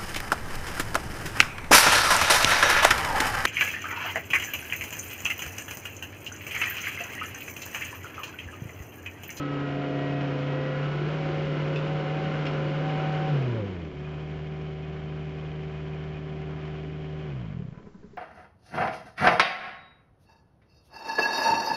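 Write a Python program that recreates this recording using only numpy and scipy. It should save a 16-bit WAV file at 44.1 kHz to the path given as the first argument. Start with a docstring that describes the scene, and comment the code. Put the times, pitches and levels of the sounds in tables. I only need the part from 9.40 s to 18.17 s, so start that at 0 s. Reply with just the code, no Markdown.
"""A hard diesel drone with whining hydraulics: a skid steer turns on a dirt track in the woods.
A pin clinks, the bucket touches down, then the engine drops to idle and is switched off.
Exhaust, cooling fan and pumps all follow one crankshaft; the block clatters in a pattern that repeats
each cycle. With the fuel cut the cylinders chuff ever slower and the engine rocks to rest on its mounts.
"""
import sys
import numpy as np
from scipy import signal
from scipy.fft import rfft, irfft, next_fast_len
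from scipy.io import wavfile
from scipy.ndimage import uniform_filter1d

SR = 44100
rng = np.random.default_rng(int(sys.argv[2]) if len(sys.argv) > 2 else 0)


def put_to_file(sound):
    """Save the sound as 16-bit audio at rate SR, in the file named by the first command-line argument."""
    columns = np.atleast_2d(sound).T  # one column per channel
    safe = np.clip(columns, -1, 1)
    whole_steps = np.round(safe * 32767)
    wavfile.write(sys.argv[1], SR, whole_steps.astype(np.int16))


N = 386757
T = np.arange(N) / SR
IDLE_HZ, WORK_HZ = 76, 145  # firing rates at which effort is 0 and 1
THROTTLE_OFF_S, CATCH_S, FUEL_OFF_S, LAST_CHUFF_S, STOP_S = 3.9, 4.55, 7.86, 8.379, 8.48

# the governor holds working speed against a shifting load: t/s, firing rate/Hz
GOVERNED_RATE = [(0, 143.3), (.3, 142), (.8, 141.4), (1, 140.2), (1.2, 142.8), (1.35, 143.9), (1.6, 147),
                 (1.75, 153.8), (1.85, 151.4), (1.97, 151.5), (2.1, 149.6), (2.38, 149.5), (2.5, 152),
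                 (2.65, 149.2), (2.75, 152.2), (2.9, 152.6), (3.04, 149.8), (3.25, 149.1), (3.37, 150.3),
                 (3.46, 152.8), (3.7, 151.9), (3.88, 152.6)]
# faders that ride the engine: idle/dB, work/dB, added when coasting/dB, added per octave below idle/dB
EXHAUST_FIRST_FADER = (-45, -30.5, -3, -9.5)
EXHAUST_SECOND_FADER = (-35, -43.5, -8.5, -36.5)
CLATTER_FADER = (-50.3, -40, -1.4, -6.2)
RUMBLE_FADER = (-3.9, -2.7, 3, 2.3)
TOOTH_FADER = (-54, -57.5, 0, -8)
WHINE_FADER = (-55, -57, -7, -29)
FAN_FADER = (-54, -40.5, 0, -28.5)
# tailpipe and engine bay swing round: t/s, exhaust order 1/dB, order 2/dB, clatter/dB, rumble/dB
TURN_GAINS = [(0, -5, 9, -2.5, -2.5), (.8, -0.5, 8.5, -1, -1), (1.3, 0.5, 2, -2, 0.5),
              (1.75, -.5, -12, -.7, 0), (3.5, 1, -14, 0, 0), (4, 1, -1, 1, -1)]
# weak exhaust tones: multiple of the firing rate, work level/dB, idle level/dB
EXHAUST_OVERTONES = [(1.25, -48.5, -67), (1.5, -56, -59), (2.5, -56, -56), (2.75, -51, -59), (3, -51, -57),
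                     (4, -59, -59), (5.5, -63.5, -63), (6, -67.5, -57), (7, -61.5, -58.5), (8, -67.5, -64)]
# the cab rings with the throttle shut: f/Hz, width/Hz, boost/dB
CAB_RING = [(348, 75, 13)]
# tone colour of the block and covers, at work and at idle: f/Hz, gain/dB
BLOCK_WORK_EQ = [(30, -21.5), (70, -10.5), (120, -7), (190, -0.5), (240, -5.5), (360, 2.5), (650, -10),
                 (880, -14), (980, -13), (1150, -15), (1400, -11), (1750, -16.5), (2900, -19), (3800, -26),
                 (5300, -33.5), (7300, -48)]
BLOCK_IDLE_EQ = [(30, -14), (100, -7.5), (190, 2.5), (250, -2.5), (320, -3), (400, -2), (600, -9.5),
                 (780, -13.5), (880, -19), (980, -15.5), (1750, -17.5), (2500, -19.5), (3150, -19),
                 (3800, -29), (5200, -33.5), (7300, -48)]
# thin covers shaken by the engine: f/Hz, width/Hz, relative level at work/dB, at idle/dB
COVER_RATTLES = [(987, 49, -16, -16.5), (1510, 50, -24.5, -24.5), (2130, 60, -20.5, -17.5),
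                 (2265, 78, -21, -17), (2472, 55, -16.5, -13), (2870, 90, -13.5, -22.5),
                 (3080, 120, -21.5, -18), (5304, 50, -38, -41.5)]
# slow drift in the clatter's deep bass and treble, dullest at the start: t/s, deep bass/dB, treble/dB
CLATTER_TONE = [(0, -1, -6), (.9, -4.5, -2.5), (1.6, 0.5, -3), (2.5, -2, -3.5), (8.77, 3.5, -4.5)]
# the drive pump sings while the wheels turn: t/s, level/dB of piston harmonics 1, 2, 3, 4
PISTON_LEVELS = [(0, -56.5, -39.5, -51, -60), (.17, -50, -43, -50, -61), (.3, -45, -52, -53, -62),
                 (.5, -42.5, -54, -52, -61), (.64, -42, -57, -47, -59), (.8, -44, -56, -52, -48.5),
                 (.95, -48, -52, -60, -63), (1.1, -51, -51, -48.5, -52), (1.3, -48.5, -59, -47.5, -62),
                 (1.45, -52, -47, -59, -66), (1.7, -58, -56, -61, -66), (2.15, -55, -52, -54, -65.5),
                 (2.45, -53, -57, -62, -65), (2.9, -57, -57, -54, -65), (3.3, -55, -57, -65, -70),
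                 (3.9, -66, -58, -66, -75)]
# the levers load the gear pump: start/s, end/s, tooth tone boost/dB, harmonics boost/dB
LEVER_LOADS = [(0.22, .56, 15, 6.5), (.56, .9, 15.5, 1), (.9, 1.25, 9, 1), (1.25, 1.62, 7, 11.5),
               (1.73, 1.98, 11, 3), (2.46, 2.66, 13, 2), (2.66, 2.86, 17, 1), (2.86, 3.44, 10.5, 1),
               (3.44, 3.92, 19.5, 4.5), (3.92, 4.12, 7, 1)]
# resonances of the pump housing: f/Hz, width/Hz, boost/dB
HOUSING_PEAKS = [(375, 39, 10), (533, 42, 18)]
# gear whine: multiple of the tooth rate, relative level/dB
GEAR_HARMONICS = [(2, -2), (3, -11), (4, -14)]
# hum of the six-blade fan: multiple of the shaft rate, relative level/dB
FAN_HARMONICS = [(1, -15.5), (3, -5.5), (6, -1), (9, -21.5)]
# the fan grille swings past as the machine turns: t/s, gain/dB
GRILLE_GAIN = [(0, -1), (.8, 1), (1.05, 4.5), (1.38, 3.5), (1.6, -8), (1.75, 1.5), (4, 0.5), (5, 2.5)]

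# a loose arm pin clinks. Hits: t/s, level/dB. Ring: f/Hz, relative level/dB, decay/s.
# Contact scrape: low f/Hz, high f/Hz, relative level/dB, decay/s
PIN_HITS = [(2.36, -32)]
PIN_RING = [(2580, 0, .012), (2705, -4, 0.026), (3510, -12.5, .028), (3580, -18, .018), (5060, -22, .03)]
PIN_CONTACT = (1501, 5201, -16, .04)
# the bucket clanks as it touches down: columns as for the pin
BUCKET_HITS = [(3.055, -40.5), (3.067, -34)]
BUCKET_RING = [(2094, -9, .02), (2460, -2, .02), (2620, -4, .008), (2770, 0, 0.01), (3220, -6, .014),
               (4440, -18, .025), (5000, -19, .012), (5308, -14, .02)]
BUCKET_CONTACT = (1200, 3799, -4.5, .013)
# the drive train takes up its slack as the crank stops: columns as for the pin
SLACK_HITS = [(8.342, -55), (8.382, -54), (8.462, -57), (8.543, -60), (8.631, -63), (8.69, -71),
              (8.734, -68)]
SLACK_RING = [(1000, -2, .03), (1300, -5, .016), (1520, -7, .022)]
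SLACK_CONTACT = (700, 1900, -5, .026)
# the chassis booms as the machine lurches
CHASSIS_JOLTS = [(1.605, -39, -25.5), (3.02, -27, -38), (3.062, -31, -42), (3.118, -42, -28)]  # t/s, low mode level/dB, high mode level/dB
CHASSIS_RING = [(282, .026), (360, .02)]  # f/Hz, decay/s
# a loose cover ticks at idle
COVER_TICKS = [(4.579, -49, -60), (4.646, -41, -57), (4.74, -46, -60), (4.756, -47, -60), (4.808, -45, -56),
               (4.835, -47, -52), (4.909, -48, -58), (5.061, -46, -47), (5.12, -48, -54), (5.43, -46, -54),
               (5.695, -46, -51), (5.893, -48, -50), (6.031, -43.5, -49), (6.114, -48, -58),
               (6.375, -47, -50), (6.533, -42.5, -54), (6.743, -43.5, -54), (7.53, -49, -48)]  # t/s, high mode level/dB, low mode level/dB
COVER_RING = [(2470, .011), (2160, .009)]  # f/Hz, decay/s
# the stopping engine rocks on its mounts
MOUNT_ROCKS = [(8.197, -33, -37.5), (8.398, -52, -45), (8.444, -37, -62), (8.468, -31, -38.5),
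               (8.547, -33, -48), (8.627, -58, -42), (8.641, -32.5, -40), (8.731, -59, -40.5)]  # t/s, low mode level/dB, high mode level/dB
MOUNT_RING = [(190, 0.011), (405, 0.014)]  # f/Hz, decay/s
# tone colour of the forest hush: f/Hz, gain/dB
WOODS_EQ = [(30, 2), (100, 4.5), (200, 3.5), (400, -7), (800, -16), (1500, -19.5), (3000, -29), (5000, -30),
            (7300, -34.5)]


def crank():
    """Firing rate in Hz: governed at work, coasting down, caught just under idle, stopped by friction."""
    work, = curves(GOVERNED_RATE)
    coast = work * decay_after(THROTTLE_OFF_S, decay_s=.85)
    idle = 76.54 - 3.5 * decay_after(CATCH_S, decay_s=.11)
    run_down = np.clip((STOP_S - T) / (STOP_S - FUEL_OFF_S), 0, 1)
    return np.maximum(coast, idle) * run_down ** .87


def exhaust(firings, hz, effort, running):
    """The drone: the muffler leaves two strong orders of the firing rate and a row of weak ones."""
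    first_db, second_db, _, _ = curves(TURN_GAINS)
    first_db += fader(EXHAUST_FIRST_FADER, hz, effort)
    second_db += fader(EXHAUST_SECOND_FADER, hz, effort)
    overrun = coasting()
    boom_db = 10 * overrun * effort ** .22  # booms with the throttle shut, less as the crank slows
    out = tone(firings - 1 / 4, first_db + boom_db, waver=.086, locked=True)
    out += tone(2 * firings, second_db + boom_db, waver=.065, locked=True)
    for order, work_db, idle_db in EXHAUST_OVERTONES:
        whole = order % 1 == 0  # whole orders line up in one steep front at each firing
        ring_db = overrun * boost(order * hz, CAB_RING) * whole
        level_db = idle_db + effort * (work_db - idle_db) + ring_db
        out += running * tone(order * firings + 1 / 4, level_db, waver=.26, locked=whole)
    return out


def taps(firings, jitter_s, scatter_db, decay_s):
    """Combustion, injector and valves tap in turn in four cylinders; ground and trees smear each tap."""
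    out = np.zeros(N)
    cycles = np.arange(firings[0], firings[-1], 4)
    for k in range(12):
        timing, strength = rng.standard_normal((len(cycles), 2)).T
        times = np.interp(cycles + k / 3, firings, T, right=2 * T[-1]) + jitter_s * timing
        combustion = k % 3 == 0
        sizes = undb(scatter_db * strength + 4.4 * combustion)
        smear = burst(decay_s, length_s=.06) + burst(.02, length_s=.06)
        out += signal.oaconvolve(impulses(times, sizes), smear)[:N]
    return unit(out)


def block(firings, hz, effort):
    """Diesel clatter and the rush of cooling air, coloured by the block and its covers."""
    clatter = taps(firings, jitter_s=.00012, scatter_db=2.1, decay_s=.0046)
    clatter /= np.sqrt(uniform_filter1d(clatter ** 2, SR // 6) + .19)  # evens out the level
    clatter -= band(clatter, 16, 500) / 2  # the light taps carry less bass than the air
    air = rng.standard_normal(N)
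    shake = clatter + (.5 + .19 * effort) * air + .36 * band(air, 26, 610)
    out = np.zeros(N)
    for eq, share in ((BLOCK_WORK_EQ, effort), (BLOCK_IDLE_EQ, 1 - effort)):
        body = colour(shake, eq)
        out += share * body / np.std(band(body, 900, 3500))
    _, _, bay_db, rumble_db = curves(TURN_GAINS)
    deep_db, treble_db = curves(CLATTER_TONE)
    # rumble and knocking swell on their own as the load shifts
    rumble_db += fader(RUMBLE_FADER, hz, effort) + .5 + 1.3 * walk(11)
    knock_db = 1.1 * walk(14)
    bands = (30, 77, deep_db), (163, 580, rumble_db), (780, 1700, knock_db), (2640, 20000, treble_db)
    out += sum((undb(db) - 1) * band(out, lo_hz, hi_hz) for lo_hz, hi_hz, db in bands)
    out += cover_rattle(shake, effort)
    out += (undb(-2 * octaves_below_idle(hz)) - 1) * band(out, 1500, 20000)  # duller as it runs down
    level_db = bay_db + fader(CLATTER_FADER, hz, effort) - 1.5 + .5 * walk(12)
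    return out * decay_after(STOP_S, decay_s=.06) * undb(level_db)


def cover_rattle(shake, effort):
    """Each thin cover buzzes at its own pitch, in its own fits and starts."""
    out = np.zeros(N)
    for hz, width_hz, work_db, idle_db in COVER_RATTLES:
        level_db = idle_db + effort * (work_db - idle_db) - 4 + 2 * walk(40)
        out += unit(resonance(shake, hz, width_hz)) * undb(level_db)
    return out


def piston_pump(firings, effort):
    """The drive pump's nine pistons sing on the crankshaft, which turns once in two firings."""
    strokes = 9 * firings / 2
    levels_db = [db - 10 * (1 - effort) for db in curves(PISTON_LEVELS)]  # softer unloaded, at idle
    levels_db.append(levels_db[-1] - 4)  # the fifth harmonic follows the fourth
    return sum(tone(k * strokes, db + .8 * walk(6.4), waver=.16) for k, db in enumerate(levels_db, 1))


def gear_pump(firings, hz, effort):
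    """Ten teeth whine under the levers' load; their tone swells as it crosses a housing resonance."""
    teeth, tooth_hz = 10 * firings / 2, 10 * hz / 2
    tooth_db = fader(TOOTH_FADER, hz, effort) + boost(tooth_hz, HOUSING_PEAKS)
    whine_db = fader(WHINE_FADER, hz, effort)
    for start_s, end_s, tooth_boost_db, whine_boost_db in LEVER_LOADS:
        valve = gate(start_s, end_s, ramp_s=.082)
        tooth_db += valve * tooth_boost_db
        whine_db += valve * whine_boost_db
    out = tone(teeth, tooth_db, waver=.1, locked=True)
    for k, db in GEAR_HARMONICS:
        unloaded_db = -7 * (k - 2) * (1 - effort)  # the top harmonics die away without load
        out += tone(k * teeth, whine_db + db + unloaded_db, waver=.15)
    return out


def fan(hz, effort):
    """Six uneven blades hum, on a belt that slips a little more at speed."""
    shaft_turns = np.cumsum(hz * (.6123 - .0088 * effort)) / SR
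    grille_db, = curves(GRILLE_GAIN)
    level_db = grille_db + fader(FAN_FADER, hz, effort)
    return sum(tone(k * shaft_turns, level_db + db, waver=.14) for k, db in FAN_HARMONICS)


def chuffs(firings, hz, pipe_hz, width_s, loudest_rate_hz):
    """Without fuel each cylinder still pushes one soft puff through the ringing muffler."""
    unfired = np.arange(0, np.interp(FUEL_OFF_S, T, firings), -1)
    times = np.interp(unfired, firings, T)
    octaves_off = np.abs(np.log2(np.maximum(np.interp(times, T, hz), 1) / loudest_rate_hz))
    fade_in = np.minimum((times - FUEL_OFF_S) / .07, 1)  # the firing gives way
    sizes = undb(-25.2 - 7 * octaves_off) * fade_in
    t = T[:SR // 20] - 1 / 40
    puff = np.cos(2 * np.pi * pipe_hz * t + .27) * np.exp(-np.abs(t / width_s) ** 1.35)
    puffs = signal.oaconvolve(impulses(times, sizes), puff, "same")
    return puffs + undb(-3) * resonance(puffs, hz=183, width_hz=32)


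def clank(hits, modes, scrape):
    """Metal on metal: each blow scrapes briefly and rings the modes of the part."""
    times, hit_db = np.transpose(hits)
    clicks = impulses(times, undb(hit_db))
    t = T[:SR // 4]
    ring = sum(undb(db) * np.sin(2 * np.pi * hz * t) * np.exp(-t / decay_s) for hz, db, decay_s in modes)
    lo_hz, hi_hz, scrape_db, scrape_s = scrape
    contact = signal.oaconvolve(clicks, np.exp(-t / scrape_s))[:N]
    grit = unit(band(rng.standard_normal(N), lo_hz, hi_hz))
    return signal.oaconvolve(clicks, ring)[:N] + undb(scrape_db) * contact * grit


def knocks(hits, modes, rise_s):
    """Blunt blows on one part; each rings its modes in its own proportions."""
    times, *levels_db = np.transpose(hits)
    t = T[:SR // 5]
    out = np.zeros(N)
    for (hz, decay_s), db in zip(modes, levels_db):
        ring = np.sin(2 * np.pi * hz * t) * np.exp(-t / decay_s) * (1 - np.exp(-t / rise_s))
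        out += signal.oaconvolve(impulses(times, undb(db)), ring)[:N]
    return out


def loose_parts():
    """Spot hits: arm pin, bucket, drive train slack, chassis, ticking cover and engine mounts."""
    return (clank(PIN_HITS, PIN_RING, PIN_CONTACT)
            + clank(BUCKET_HITS, BUCKET_RING, BUCKET_CONTACT)
            + clank(SLACK_HITS, SLACK_RING, SLACK_CONTACT)
            + knocks(CHASSIS_JOLTS, CHASSIS_RING, rise_s=.004)
            + knocks(COVER_TICKS, COVER_RING, rise_s=.0008)
            + knocks(MOUNT_ROCKS, MOUNT_RING, rise_s=.0026))


def tree_scatter(blows):
    """The trees scatter each blow into a short, soft tail."""
    return undb(-14) * signal.oaconvolve(blows, burst(decay_s=.07, length_s=.4))[:N]


def forest_hush():
    """A faint bed of dark noise that slowly breathes."""
    return undb(-54.5 + walk(2.5)) * unit(colour(rng.standard_normal(N), WOODS_EQ))


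def fader(part, hz, effort):
    """Gain in dB of one part of the machine, from the state of the engine."""
    idle_db, work_db, coast_db, octave_db = part
    steady_db = idle_db + effort * (work_db - idle_db)
    return steady_db + coast_db * coasting() + octave_db * octaves_below_idle(hz)


def coasting():
    """1 from the closing of the throttle until the governor catches the crank."""
    return gate(THROTTLE_OFF_S, CATCH_S, ramp_s=.036)


def octaves_below_idle(hz):
    """How far the crank has fallen below idle speed, up to a limit."""
    return -np.log2(np.clip(hz / IDLE_HZ, .31, 1))


def boost(tone_hz, peaks):
    """Rise in dB of a gliding tone as it passes through resonances."""
    return sum(db * np.exp(-((tone_hz - hz) / width_hz) ** 2) for hz, width_hz, db in peaks)


def tone(turns, db, waver, locked=False):
    """A sine near an rms level, wavering in strength and phase; a locked one peaks near whole turns."""
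    sway = 1 + waver * (walk(14) + 1j * walk(14))
    start = 0 if locked else rng.random()
    return np.sqrt(2) * undb(db) * np.real(sway * np.exp(2j * np.pi * (turns + start)))


def impulses(times, sizes):
    """A train of single clicks."""
    at = np.round(times * SR).astype(int)
    inside = (at >= 0) & (at < N - 1)
    return np.bincount(at[inside], sizes[inside], N)


def burst(decay_s, length_s):
    """Noise that dies away, with unit energy."""
    t = T[:int(length_s * SR)]
    noise = rng.standard_normal(len(t)) * np.exp(-t / decay_s)
    return noise / np.linalg.norm(noise)


def walk(rate_hz):
    """Smooth random wander with a spread near 1."""
    hold = int(SR / rate_hz)
    steps = np.repeat(rng.standard_normal(N // hold + 1), hold)
    return 1.3 * uniform_filter1d(uniform_filter1d(steps, hold), hold)[:N]


def gate(start_s, end_s, ramp_s):
    """1 between two times, with sloping edges."""
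    return np.clip(np.minimum(T - start_s, end_s - T) / ramp_s + .5, 0, 1)


def decay_after(start_s, decay_s):
    """Hold at 1, then die away."""
    return np.exp(-np.maximum(T - start_s, 0) / decay_s)


def curves(table):
    """Each column of a time table, sample by sample."""
    times, *columns = np.transpose(table)
    return [np.interp(T, times, column) for column in columns]


def colour(x, eq):
    """Filter by an EQ curve of f/Hz, gain/dB."""
    hz, db = np.transpose(eq)
    size = next_fast_len(N + 8192)
    bin_hz = np.maximum(np.arange(size // 2 + 1) * SR / size, 1)
    gain = undb(np.interp(np.log(bin_hz), np.log(hz), db))
    return irfft(rfft(x, size) * gain, size)[:N]


def resonance(x, hz, width_hz):
    """One ringing mode."""
    return signal.lfilter(*signal.iirpeak(hz, hz / width_hz, fs=SR), x)


def band(x, lo_hz, hi_hz):
    """Band-pass without delay."""
    return signal.sosfiltfilt(signal.butter(2, [lo_hz, hi_hz], "band", fs=SR, output="sos"), x)


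def unit(x):
    """Scale to rms 1."""
    return x / np.sqrt(np.mean(x ** 2))


def undb(db):
    """Decibels to gain."""
    return 10 ** (np.asarray(db) / 20)


def scene():
    """The machine among trees that scatter its blows, over a faint forest hush."""
    hz = crank()
    effort = np.clip((hz - IDLE_HZ) / (WORK_HZ - IDLE_HZ), 0, 1)
    running = np.clip(hz / IDLE_HZ, 0, 1) ** 3
    stumble = .055 * effort * (1 - effort) * walk(45)  # the crank coasts unevenly from work to idle
    firings = np.cumsum(hz * (1 + .001 * walk(20) + stumble)) / SR
    firings -= np.interp(LAST_CHUFF_S, T, firings)  # counted from the last puff
    blows = chuffs(firings, hz, pipe_hz=138, width_s=.0048, loudest_rate_hz=38.3) + loose_parts()
    woods = tree_scatter(blows) + forest_hush()
    machine = exhaust(firings, hz, effort, running) + fan(hz, effort)
    machine += running * piston_pump(firings, effort) + gear_pump(firings, hz, effort)
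    machine += block(firings, hz, effort)
    return (machine + blows + woods)[None]


def record(dry):
    """A steep high cut takes off the top of the treble."""
    return signal.sosfilt(signal.ellip(10, .2, 80, 7500, fs=SR, output="sos"), dry)


dry = scene()
out = record(dry)
put_to_file(out)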